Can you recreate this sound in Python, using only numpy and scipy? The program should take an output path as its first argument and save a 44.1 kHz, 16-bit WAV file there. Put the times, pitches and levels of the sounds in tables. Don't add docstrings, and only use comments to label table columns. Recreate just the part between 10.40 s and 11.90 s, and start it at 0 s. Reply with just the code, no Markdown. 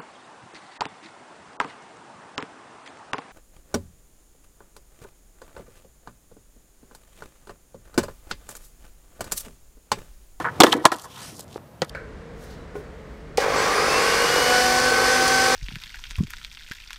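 import sys
import numpy as np
from scipy import signal
from scipy.fft import rfft, irfft, next_fast_len
from scipy.io import wavfile
from scipy.ndimage import map_coordinates

SR = 44100
rng = np.random.default_rng(int(sys.argv[2]) if len(sys.argv) > 2 else 0)


def master(y):
    cut = np.clip(np.atleast_2d(y).T, -1, 1)
    pcm = np.round(cut * 32767)
    wavfile.write(sys.argv[1], SR, pcm.astype(np.int16))


def gain_from_decibels(decibels):
    exponent = np.asarray(decibels, float) / 20
    return 10 ** exponent


N = 66150

# (frequency [Hz], level [dB], t60 [s])
DECK_MODES = [(209.3, -3, 0.058), (328.2, 0.5, 0.068), (427.3, -4.5, 0.048), (500, -5.5, 0.047),
              (647.5, -8.5, 0.048), (800, 1.5, 0.015), (964, -6.5, 0.07), (1050, -4, 0.038),
              (1312, -4.5, 0.039), (1485, -7, 0.046), (1728, -8.5, 0.077), (1904, -6, 0.041),
              (2300, -17, 0.071)]
# (frequency [Hz], level [dB])
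SOLE_SPECTRUM = [(1000, -11), (2500, 5.5), (5000, -2), (9000, -5.5), (13000, -12.5), (16000, -18.5)]


def unit(x):
    return x / np.sqrt(np.mean(x ** 2) + 1e-20)


def along(points, hz):
    f, v = np.transpose(points)
    return np.interp(np.log(hz + 1), np.log(f + 1), v)


def wobble(rate, n):
    return map_coordinates(rng.standard_normal(n // 8 + 8), [np.arange(n) * rate / SR])


def filtered(x, response):
    m = next_fast_len(len(x) + 4096)
    return irfft(rfft(x, m) * response(np.fft.rfftfreq(m, 1 / SR)), m)[:len(x)]


def add(track, s, sound):
    i = max(round(s * SR), 0)
    track[i:i + len(sound)] += sound[:len(track) - i]


def near(hz, centre_hz, octaves):
    return np.exp(-0.5 * (np.log2((hz + 1) / centre_hz) / octaves) ** 2)


def body(modes, longer):
    def response(f):
        total = 0
        for k, (hz, db, t60) in enumerate(modes):
            bandwidth = 2.35 / (t60 * longer)
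            total = total + gain_from_decibels(db) * (-1) ** k * 1j * f / (hz * hz - f * f + 1j * f * bandwidth)
        return total
    return response


def stroke(length, rise, n):
    u = np.clip(np.arange(n) / SR / length, 0, 1)
    rise = np.clip(rise, 0.03, 0.97)
    faster = np.sin(np.pi / 2 * np.minimum(u / rise, 1))
    slower = np.cos(np.pi / 2 * np.clip((u - rise) / (1 - rise), 0, 1))
    return faster * slower


def struck(modes, longer, contact_s, t):
    detune, scatter_db = 0.021, 1.5
    varied = []
    for (hz, db, t60), (a, b) in zip(modes, rng.standard_normal((len(modes), 2))):
        varied.append((hz * (1 + detune * a), db + scatter_db * b, t60))
    force = rng.standard_normal(len(t)) * np.exp(-t / contact_s)
    ring = filtered(force, body(varied, longer))
    return ring / np.abs(ring).max()


def street():
    # (frequency [Hz], level [dB])
    far_spectrum = [(15, -48), (25, -18), (136, -2), (274, -12), (421, -14.5), (508, -13), (740, -15),
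                    (893, -18), (15400, -58)]
    # (time [s], level [dB])
    swell = [(0, 6.5), (.19, 8), (.3, 6.5), (.5, -5.5), (.9, 1.5), (1.149, 2), (1.5, 2.5)]
    level_db = -48 + np.interp(np.arange(N) / SR, *np.transpose(swell)) + 1.3 * wobble(11.73, N)
    return gain_from_decibels(level_db) * unit(filtered(rng.standard_normal(N), lambda f: gain_from_decibels(along(far_spectrum, f))))


def walls(x):
    # (frequency [Hz], t60 [s])
    wall_decay = [(200, 0.69), (1500, 0.77), (8000, 0.082)]
    delay_s = 0.015
    hz, t, z = signal.stft(rng.standard_normal(SR // 2), SR, nperseg=256)
    tail = signal.istft(z * gain_from_decibels(-60 * t / along(wall_decay, hz)[:, None]), SR, nperseg=256)[1]
    delayed = np.pad(x, (round(delay_s * SR), 0))
    return signal.fftconvolve(delayed, tail / np.linalg.norm(tail))[:N]


def drag():
    # (time [s], level [dB], resonance of the hollow under the sole [Hz])
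    path = [
        (.66, -61, 3180),
        (0.709, -50.5, 3400),
        (.77, -46.5, 3330),
        (0.827, -41.5, 4930),
        (.9, -44.5, 5650),
        (.95, -53.5, 5600),
        (.97, -80, 5600),
    ]
    s, db, hollow_hz = np.transpose(path)
    hz, t, z = signal.stft(rng.standard_normal(N), SR, nperseg=256)
    hz = hz[:, None]
    centre = np.interp(t, s, hollow_hz)

    def resonance(c):
        return 1 / (1 + (7 * (hz - c) / c) ** 2)

    colour_db = along(SOLE_SPECTRUM, hz) + 5.5 * np.log2(hz / 4000 + 1)
    colour_db = colour_db + 8 * resonance(centre) + 4.5 * resonance(1.7 * centre)
    hiss = signal.istft(z * gain_from_decibels(colour_db), nperseg=256)[1][:N]
    return unit(hiss) * gain_from_decibels(np.interp(np.arange(N) / SR, s, db, -120, -120) + 1.5 * wobble(240, N))


def scuffs():
    # (start [s], length [s], level [dB], lowest frequency [Hz], rising share)
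    slides = [(0, 0.1, -48, 2440, .1), (0.05, 0.66, -55.5, 2000, 0.15), (0.234, 0.1, -36.5, 3000, 0.13),
              (0.3, 0.044, -34, 2010, .9), (0.313, 0.018, -32.5, 2480, 0.34), (0.341, 0.056, -47, 2954, .1),
              (0.385, 0.062, -50.5, 3000, 1), (0.516, 0.045, -39, 2900, 0.087),
              (0.556, 0.097, -51, 3000, 0.31), (0.594, 0.079, -48.5, 4930, 0.56),
              (0.939, 0.055, -48, 4650, 0.52), (0.996, 0.019, -44.5, 4260, 0.78),
              (1.01, 0.035, -56, 4030, 0.79), (1.065, 0.12, -54, 3070, 0.76),
              (1.444, 0.0083, -42, 3600, 0.46), (1.475, .025, -54.5, 2990, 0.7),
              (1.493, .009, -43.5, 3200, .3)]
    out, n = np.zeros(N), SR // 5
    for s, length, db, low_hz, rise in slides:
        noise = rng.standard_normal(n)
        hiss = unit(filtered(noise, lambda f: gain_from_decibels(along(SOLE_SPECTRUM, f)) / np.sqrt(1 + (low_hz / (f + 1)) ** 12)))
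        lumps_db = 2.5 * wobble(140, n) + 0.75 * wobble(110, n)
        add(out, s, gain_from_decibels(db + lumps_db) * hiss * stroke(length, rise, n))
    return out


def grit():
    # (time [s], level [dB])
    snaps = [(0.293, -26), (0.367, -34), (0.4755, -33.5), (.56, -33), (.565, -32), (.586, -31), (.591, -42),
             (0.5972, -32.5), (.6, -43), (.618, -32), (.622, -31), (.982, -40), (.9905, -39.5),
             (.9938, -32.5), (.9948, -28), (.9958, -30), (.9998, -31), (1.0008, -35), (1.003, -40),
             (1.0052, -36), (1.0074, -24.5), (1.0095, -37.5), (1.0106, -31), (1.018, -46), (1.0225, -45),
             (1.0285, -43), (1.0315, -42), (1.038, -47), (1.043, -41.5)]
    # (time [s], level [dB])
    dull_snaps = [
        (1.0808, -43),
        (1.0808, -43),
        (1.0866, -42.5),
        (1.1122, -37.5),
        (1.129, -36.5),
        (1.1437, -37),
                  (0.6392, -36.5),
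        (0.6474, -36),
        (0.6554, -38),
        (1.27, -50),
        (1.2764, -50),
    ]
    grains = [(s, db, 4490, SR) for s, db in snaps]
    grains += [(s, db - 3, 3000, 8000) for s, db in dull_snaps]
    out, t = np.zeros(N), np.arange(400) / SR
    for s, db, low_hz, top_hz in grains:
        def colour(f):
            high_pass = f ** 4 / (f ** 4 + float(low_hz) ** 4)
            return gain_from_decibels(along(SOLE_SPECTRUM, f)) * high_pass / (1 + (f / top_hz) ** 4)
        burst = unit(filtered(rng.standard_normal(400), colour))
        add(out, s, gain_from_decibels(db - 60 * t / 0.0035) * burst)
    return out


def rubs():
    # (start [s], length [s], level [dB], centre frequency [Hz], spread [octaves])
    strokes = [(0, 0.047, -35.5, 920, 1.23), (0.041, 0.066, -29, 1140, 1.02),
               (0.102, 0.47, -50.5, 990, 0.6), (0.238, 0.092, -26, 452, 1.5), (0.338, 0.11, -28.5, 367, .8),
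               (.33, 0.1, -41, 1200, 1), (0.438, 0.052, -28.5, 916, 0.56), (0.52, 0.05, -34, 544, 1.08),
               (0.637, 0.039, -42.5, 930, 0.7), (0.896, 0.2, -50.5, 325, 1.23),
               (0.737, 0.19, -48, 1120, 0.88)]
    out, n = np.zeros(N), SR // 3
    for s, length, db, hz, octaves in strokes:
        bumps_db = 3.5 * wobble(770, n) + 2.7 * wobble(94.3, n)
        push = rng.standard_normal(n) * gain_from_decibels(bumps_db) * stroke(length, 0.11, n)
        sound = filtered(push, lambda f: body(DECK_MODES, 0.8)(f) * near(f, hz, octaves))
        add(out, s, gain_from_decibels(db) * unit(sound) * np.sqrt(length * SR / n))
    return out


def taps():
    # (time [s], level [dB], frequency [Hz],
    # t60 [s])
    damped_tones = [(.045, -18.5, 1220, 0.0086), (0.051, -16.5, 1550, 0.013), (0.0543, -21, 1060, 0.014),
                    (0.0575, -14, 1410, 0.0064), (.0635, -17, 900, 0.0044), (0.072, -22.5, 1478, 0.028),
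                    (0.0864, -21, 1500, 0.013), (0.197, -20.5, 320, .013), (0.2036, -4, 334, 0.052),
                    (.204, -6.5, 773, 0.027), (0.2057, -6, 970, 0.033), (.209, -5, 456.5, 0.024),
                    (0.2208, 0.5, 3500, 0.0042), (0.2356, -3.5, 504, 0.018), (0.2361, -8.5, 970, 0.012),
                    (.2665, -23, 3570, 0.013), (.279, -19.5, 290, .016), (0.3242, -21, 4140, 0.0034),
                    (0.3234, -16.5, 3400, 0.006), (0.3265, -14, 2910, 0.0043), (0.329, -6.5, 2130, 0.0021),
                    (.33, -5.5, 1340, 0.0049), (.3325, -15.5, 920, 0.014), (.351, -15.5, 295, .025),
                    (.36, -24, 496.6, 0.023), (0.37, -18.5, 352, .02), (0.446, -30, 925.9, .03),
                    (.449, -20, 450, .014), (0.4529, -15.5, 151, 0.036), (.454, -16, 328, 0.072),
                    (0.4537, -8, 4100, 0.0067), (.4545, -12.5, 1700, 0.054), (.455, -2, 917, .015),
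                    (.4555, -15.5, 1300, 0.044), (.456, -13, 629, 0.045), (.5225, -20, 753, 0.025),
                    (.9955, -27, 602, 0.0052), (1.1596, -17, 470, 0.0056), (1.162, -19, 458, 0.0042),
                    (1.179, -22.5, 900, 0.0027), (1.4192, -18, 519, 0.045), (1.419, -14, 4240, 0.0046),
                    (1.4195, -24, 800, 0.02), (1.42, -18, 160, 0.05), (1.4225, -26.5, 820, 0.033),
                    (1.43, -29.5, 1267, 0.017), (1.4958, -32, 4650, .006)]
    out, t = np.zeros(N), np.arange(SR // 10) / SR
    rise = 1 - np.exp(-t / 0.00021)
    for s, db, hz, t60 in damped_tones:
        add(out, s, gain_from_decibels(db + 6 - 60 * t / t60) * rise * np.sin(2 * np.pi * hz * t))
    return out


def trucks():
    # (frequency [Hz], level [dB], t60 [s])
    metal_modes = [(2600, -10, .008), (3050, -3, .012), (3558, 0, .015), (4300, -6, .01), (5300, -11, .006),
                   (7800, -14, .003)]
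    # (time [s], level [dB], ring length [x])
    clacks = [(0.206, 0, 0.96), (0.2165, -14.5, 0.12), (0.2352, -18, 0.18), (.262, -19, .3),
              (0.267, -15.5, 1), (0.284, -30, 0.25), (0.3226, -9.5, 0.21), (0.3268, -6, 0.23),
              (0.336, -28, 0.15), (0.3413, -27.5, 0.095), (.454, -7, 0.88), (0.462, -13, 0.24),
              (1.4221, -28.5, .2), (1.495, -35, 0.22)]
    out, t = np.zeros(N), np.arange(SR // 10) / SR
    for s, db, longer in clacks:
        add(out, s, gain_from_decibels(db) * struck(metal_modes, longer, 0.0013, t))
    return out


def deck():
    # (time [s], level [dB], strongest ringing [Hz], ring length [x], crack level [dB])
    blows = [(0, -17.5, 800, 0.92, -33.5), (0.2027, 1, 500, 1, 0.5), (0.2061, 1.5, 518, 0.8, -4),
             (0.2349, 3.5, 650, 0.51, -7.5), (.266, -9, 970, 0.41, -31), (0.328, -13, 1050, 1, -21.5),
             (.453, 3.5, 860, 0.48, -3.5), (.518, -10, 930, 0.56, -18.5), (1.4189, -16.5, 928, 0.94, -16.5),
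             (1.424, -28, 1500, 0.42, -34.5), (1.4289, -32, 1350, 0.18, -38),
             (1.444, -38, 1620, 0.46, -38.5)]
    # (frequency [Hz], level [dB])
    crack_spectrum = [(800, -1), (2000, -4), (4000, -6), (8000, -6), (12000, -14), (16000, -34)]
    contact_s, spread_octaves = 0.0057, 1
    out, t = np.zeros(N), np.arange(SR // 5) / SR
    envelope = (1 - np.exp(-t / 0.00032)) * (gain_from_decibels(-60 * t / 0.0077) + gain_from_decibels(-7.5 - 60 * t / 0.051))
    for s, db, hz, longer, crack_db in blows:
        modes = [(f, level + 20 * np.log10(near(f, hz, spread_octaves)), t60) for f, level, t60 in DECK_MODES]
        dull_hz = 19000 * np.exp(0.052 * crack_db)
        noise = rng.standard_normal(len(t))
        noise = unit(filtered(noise, lambda f: gain_from_decibels(along(crack_spectrum, f)) / (0.5 + (f / dull_hz) ** 4)))
        add(out, s, gain_from_decibels(db) * struck(modes, longer, contact_s, t) + gain_from_decibels(crack_db) * noise * envelope)
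    return out


def scene():
    board = deck() + taps() + trucks() + grit() + rubs() + scuffs() + drag()
    board = filtered(board, lambda f: (1j * f / (114 + 1j * f)) ** 3)
    echo = gain_from_decibels(-31.5) * walls(board)
    hiss = gain_from_decibels(-62.5) * rng.standard_normal(N)
    return (board + echo + street() + hiss)[None]


def roll_off(x):
    return signal.sosfilt(signal.butter(12, 15600, fs=SR, output="sos"), x)


def record(dry):
    top_hz, port_hz, port_octaves, port_gain = 15600, 3150, 0.01, 0.3
    ceiling, knee = 0.99, 30
    x = filtered(dry[0], lambda f: (f < top_hz) * (1 + port_gain * near(f, port_hz, port_octaves)))
    x = x / (1 + np.abs(x / ceiling) ** knee) ** (1 / knee)
    return roll_off(x[None])


dry = scene()
out = record(dry)
master(out)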